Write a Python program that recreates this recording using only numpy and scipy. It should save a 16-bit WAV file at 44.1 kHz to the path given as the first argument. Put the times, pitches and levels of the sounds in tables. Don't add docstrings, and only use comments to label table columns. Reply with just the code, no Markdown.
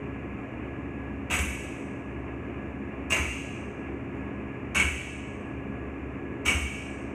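import sys
import numpy as np
from scipy import signal
from scipy.fft import rfft, irfft
from scipy.io import wavfile
from scipy.ndimage import uniform_filter1d

SR = 44100
rng = np.random.default_rng(int(sys.argv[2]) if len(sys.argv) > 2 else 0)


def voltage_ratio(decibels):
    exponent = np.asarray(decibels, float) / 20
    return 10 ** exponent


def to_wav(sig):
    pcm = np.clip(np.atleast_2d(sig), -1, 1) * 32767
    pcm = np.round(pcm).astype(np.int16)
    wavfile.write(sys.argv[1], SR, pcm.T)


N = 314874

# t/s, strength/dB, plate ring/dB, bar ring/dB, rubber thud/dB
TOUCHDOWNS = [
    (1.3011, -20.5, 2.5, 3, 6),
    (3.101, -25.5, 1.5, 1.5, 4.5),
    (4.7503, -15.5, 2, -2, -6),
    (6.4534, -13.5, -2, -2, -14),
]
# t/s, peak level/dB
BLOWS = [(1.3015, -21), (1.3083, -20.5), (1.3183, -33), (1.3378, -19.5), (1.387, -16.5), (3.1063, -16.5),
         (3.122, -10), (3.1324, -21), (3.1663, -14), (4.747, -11), (4.7583, -14), (4.7703, -24),
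         (4.7974, -8.5), (6.4560, -17), (6.4624, -25), (6.4787, -10)]
# t/s, peak level/dB
CLINKS = [
    (0.38, -77),
    (3.099, -36.5),
    (4.143, -75),
    (4.745, -38),
    (5.768, -83),
    (6.451, -40),
]
# f/Hz, width/Hz, level/dB
PLATE_MODES = [(1560, 600, -8), (1917, 160, -1.5), (2257, 135, 5), (2440, 120, -20), (2735, 85, -1),
               (2793, 99, -12.5), (2994, 162, -2.5), (3180, 160, -16)]
# f/Hz, width/Hz, level/dB
RUBBER_MODES = [(214, 46, -6), (306, 210, 5), (507, 600, -3.5), (1130, 630, 2)]
BAR_MODE_HZ = [3700, 4140, 4570, 5040, 5490, 5980, 6430, 6920, 7450, 8005, 8555, 9090, 9650, 10210, 10810,
               11470, 12040, 12670, 13300, 13920, 14580, 15220, 15620]
BAR_MODE_DB = [-8.5, -27.5, -13, -17.5, -8.5, -3, -2.5, -4.5, -6, -2.5, -2.5, -6.5, -7.5, -12.5, -12, -13,
               -14.5, -16, -16.5, -26, -24, -23.5, -30.5]
# f/Hz, density/(dB per Hz)
KNOCK_SPECTRUM = [(88, -41.5), (150, 6.5), (209, -0.5), (462, -8), (812, -12.5), (1130, -2.5), (1800, -6.5),
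                  (2310, 0), (2700, 6.5), (4060, -46.5), (5230, -55), (6230, -9), (8330, -17.5),
                  (10100, -49.5), (15500, -54.5)]
# delay/s, level/dB, f/Hz, rise/cycles
BOOM_ARRIVALS = [(.005, -28.5, 77.2, 1.96), (.012, -34, 210, 4.2), (.087, -20.5, 74.3, 1.5),
                 (.15, -27.5, 68, 2.2), (.23, -67, 71, 0.91)]
# f/Hz, early t60/s, late t60/s, late level/dB
HALL_DECAY = [(198, 0.99, 1.15, -13.5), (706, 0.12, 0.41, 12), (1550, 0.17, 0.79, -2.5),
              (2590, 0.23, 1.4, -2), (4340, 0.23, 1.3, -10.5), (6980, 0.12, 1.44, 4),
              (9700, 0.82, 1.04, -21.5), (13800, 0.64, 0.6, -35)]
# multiple/1, level/dB rms, waver/Hz, unsteady share/1
BLADE_HARMONICS = [(1, -43.5, 3.6, 0.25), (2, -51.5, 5.2, 0.36), (3, -49.5, 4.7, 0.82), (4, -41, 2.8, 0.14),
                   (5, -50.5, 9.1, 0.63), (6, -49.5, 10, 0.37)]
# f/Hz, level/dB rms, waver/Hz, unsteady share/1
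MOTOR_TONES = [(86.2, -55.5, 3.4, 0.8), (97.1, -52, 1.9, 0.28), (120.2, -44.5, 3.6, 0.19),
               (233.7, -54, 1.9, 0.32), (1675, -57.5, 19.5, 0.9), (1710, -63, 36, 0.51),
               (2390, -64, 12, 0.22)]
# f/Hz, density/(dB per Hz)
RUMBLE_SPECTRUM = [(15, -40), (35, -22), (50, -25.5), (60, -5.5), (75, -1.5), (110, -14.5), (130, -7.5),
                   (170, -8.5), (200, -4.5), (250, -5), (310, -4), (400, -9), (600, -18.5), (800, -62),
                   (1400, -120)]
# f/Hz, density/(dB per Hz)
RUSH_SPECTRUM = [(400, -8.5), (560, 0), (700, 2), (850, -4), (1100, -1), (1450, -8), (1900, -6.5),
                 (2400, -3.5), (2800, -9.5), (3000, -19.5), (3200, -29), (3600, -31.5), (4000, -54),
                 (5000, -57.5)]
# f/Hz, density/(dB per Hz)
HISS_SPECTRUM = [(2500, -41), (3600, -12), (4100, -6), (4800, -8.5), (5600, -4.5), (6900, 0.5), (8500, -7),
                 (10500, -11), (13000, -15.5), (15600, -21), (16200, -58)]

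MEAN_STRENGTH_DB = -18.5
LEAD_S, RATTLE_S = 0.004, 0.053
CLINK_RISE_S, STEEL_RISE_S = 0.002, 0.004
BAR_WIDTH_HZ = 125
KNOCK_DB, KNOCK_FOLLOWS = -27, 0.57
BOOM_DB, BOOM_FOLLOWS, BOOM_FOLLOWS_THUD = 1, 0.45, 0.11
ECHO_DB, ECHO_FOLLOWS = -0.4, 0.21
TOP_MODES_DB, TOP_FOLLOWS_BAR = -0.1, 0.7
FADE_DB, FADE_S = 6.0, 0.69
BLADE_HZ = 68.42
RUMBLE_DB, RUSH_DB, RUSH_FLICKER_DB, HISS_DB = -39.5, -45.5, 0.6, -77


def barbell():
    out = np.zeros(N)
    for s, strength_db, plate_db, bar_db, thud_db in TOUCHDOWNS:
        swing_db = strength_db - MEAN_STRENGTH_DB
        start_s = s - LEAD_S
        rattle = clatter(start_s, strength_db, plate_db, bar_db, thud_db)
        add(out, start_s, hall(rattle))
        first_db = BOOM_DB + BOOM_FOLLOWS * swing_db + BOOM_FOLLOWS_THUD * thud_db
        add(out, s, boom(first_db, ECHO_DB + ECHO_FOLLOWS * swing_db))
    return out + hall(sleeve_clinks())[:N]


def clatter(start_s, strength_db, plate_db, bar_db, thud_db):
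    t = np.arange(SR // 2) / SR
    push = force(start_s, strength_db, t)
    hit = rng.random(len(t)) < 2500 / SR
    grain_db = 1.5 * rng.exponential(1, len(t))
    grains = rms_one(hit * rng.standard_normal(len(t)) * voltage_ratio(grain_db))
    clicks = grains * push + 1e-18

    knock_db = KNOCK_DB + KNOCK_FOLLOWS * (strength_db - MEAN_STRENGTH_DB)
    knock = voltage_ratio(knock_db) * push * coloured(KNOCK_SPECTRUM, len(t))
    thud = struck(clicks, RUBBER_MODES, 1.2)
    plates = struck(clicks, PLATE_MODES, 1.2)

    sharp = grains * np.clip(t / STEEL_RISE_S, 0, 1) ** 2 * np.exp(-t / 0.011) + 1e-18
    low_modes, top_modes = bar_modes()[:13], bar_modes()[13:]
    bar = struck(clicks, low_modes, 1.2)
    bar += voltage_ratio(TOP_MODES_DB + TOP_FOLLOWS_BAR * bar_db) * struck(clicks + sharp, top_modes, 1.2)

    ringing = voltage_ratio(thud_db - 8.0) * thud + voltage_ratio(plate_db + 6.0) * plates + voltage_ratio(bar_db - 1.0) * bar
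    return knock + voltage_ratio(strength_db) * ringing


def force(start_s, strength_db, t):
    out = (0.65 + np.clip(t / 0.049, 0, 1)) * np.exp(-(t / RATTLE_S) ** 1.26)
    for s, level_db in BLOWS:
        since = t - (s - start_s)
        begun = (since >= 0) * (s >= start_s)
        out += voltage_ratio(level_db - strength_db + 1.0) * begun * np.exp(-np.abs(since) / 0.0033)
    return out * np.clip(0.24 + t / 0.016, 0, 1)


def sleeve_clinks():
    out, t = np.zeros(N), np.arange(SR // 10) / SR
    for s, peak_db in CLINKS:
        tap = rng.standard_normal(len(t)) * np.exp(-t / 0.011) * np.clip(t / CLINK_RISE_S, 0, 1)
        add(out, s, voltage_ratio(peak_db + 23) * struck(tap, bar_modes(), 3.6))
    return out


def bar_modes():
    return [(hz, BAR_WIDTH_HZ, db) for hz, db in zip(BAR_MODE_HZ, BAR_MODE_DB)]


def struck(clicks, modes, spread_db):
    strengths = voltage_ratio(spread_db * rng.standard_normal(len(modes)))
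    out = np.zeros(len(clicks))
    for strength, (hz, width_hz, level_db) in zip(strengths, modes):
        once = resonance(clicks, hz, width_hz)
        out += strength * voltage_ratio(level_db) * resonance(once, hz, 1.47 * width_hz)
    return out


def resonance(x, hz, width_hz):
    r = np.exp(-np.pi * width_hz / SR)
    zeros = np.array([1, 0, -1]) * (1 - r * r) / 2
    poles = [1, -2 * r * np.cos(2 * np.pi * hz / SR), r * r]
    return signal.lfilter(zeros, poles, x)


def boom(first_db, echo_db):
    out, t = np.zeros(SR // 2), np.arange(SR // 5) / SR
    for k, (delay_s, level_db, hz, cycles) in enumerate(BOOM_ARRIVALS):
        rise = t * hz / cycles
        swing = (rise * np.exp(1 - rise)) ** 1.63 * np.sin(2 * np.pi * hz * t)
        path_db = echo_db if k > 1 else first_db
        add(out, delay_s, voltage_ratio(level_db + path_db) * swing)
    return out


def hall(x):
    t, points = np.arange(SR * 3 // 2) / SR, np.array(HALL_DECAY)
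    edges_hz = 100 * 2 ** np.arange(0, 7.6, 0.5)
    echoes = np.zeros(len(t))
    for low, high in zip(edges_hz, edges_hz[1:]):
        log_centre = np.log(low * high) / 2
        early_s, late_s, late_db = [np.interp(log_centre, np.log(points[:, 0]), c) for c in points.T[1:]]
        band_pass = signal.butter(2, [low, high], "band", fs=SR, output="sos")
        band = signal.sosfilt(band_pass, rng.standard_normal(len(t)))
        echoes += band * (voltage_ratio(-60 * t / early_s) + voltage_ratio(late_db - 60 * t / late_s))
    echoes *= voltage_ratio(-36.5 - FADE_DB * (t / FADE_S) ** 3) * np.clip(t / 0.0039, 0, 1)
    echoes[0] = voltage_ratio(-6)
    return signal.fftconvolve(x, echoes)


def fan():
    t = np.arange(N) / SR
    out = voltage_ratio(RUMBLE_DB) * coloured(RUMBLE_SPECTRUM, N)
    out += voltage_ratio(HISS_DB) * coloured(HISS_SPECTRUM, N)
    out += voltage_ratio(RUSH_DB + RUSH_FLICKER_DB * drift(5.9)) * coloured(RUSH_SPECTRUM, N)
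    blade_tones = [(k * BLADE_HZ, *rest) for k, *rest in BLADE_HARMONICS]
    for hz, level_db, waver_hz, share in blade_tones + list(MOTOR_TONES):
        wobble = 1 + share * (drift(waver_hz) + 1j * drift(waver_hz))
        out += voltage_ratio(level_db) * np.real(wobble * np.exp(2j * np.pi * hz * t))
    return out


def drift(rate_hz):
    r = np.exp(-2 * np.pi * rate_hz / SR)
    noise = rng.standard_normal(N + SR)
    return rms_one(signal.lfilter([1], [1, -2 * r, r * r], noise)[SR:])


def coloured(spectrum, size):
    hz = np.maximum(np.arange(size // 2 + 1) * SR / size, 1)
    points = np.array(spectrum)
    gain = voltage_ratio(np.interp(np.log(hz), np.log(points[:, 0]), points[:, 1]))
    return rms_one(irfft(rfft(rng.standard_normal(size)) * gain, size))


def rms_one(x):
    return x / np.sqrt(np.mean(x ** 2) + 1e-20)


def add(out, s, piece):
    i = round(s * SR)
    out[i:i + len(piece)] += piece[:len(out) - i]


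def scene():
    mix = barbell() + fan()
    return (mix * np.clip(np.arange(N) / 60, 0, 1))[None]


def low_pass(x):
    return signal.sosfilt(signal.butter(12, 15760, fs=SR, output="sos"), x)


def record(dry):
    level_db = 10 * np.log10(uniform_filter1d(dry[0] ** 2, size=1323) + 1e-12)
    over_db = np.maximum(level_db + 29, 0)
    climb_db = 19.0 * np.arange(N) / SR
    held_db = np.maximum.accumulate(over_db + climb_db) - climb_db
    r = np.exp(-1 / (0.03 * SR))
    gain = voltage_ratio(-0.35 * signal.lfilter([1 - r], [1, -r], held_db))
    heard = signal.sosfilt(signal.butter(2, 22, "high", fs=SR, output="sos"), dry)
    heard = signal.sosfilt(signal.cheby2(20, 50, 16150, fs=SR, output="sos"), heard)
    return low_pass(heard * gain)


dry = scene()
out = record(dry)
to_wav(out)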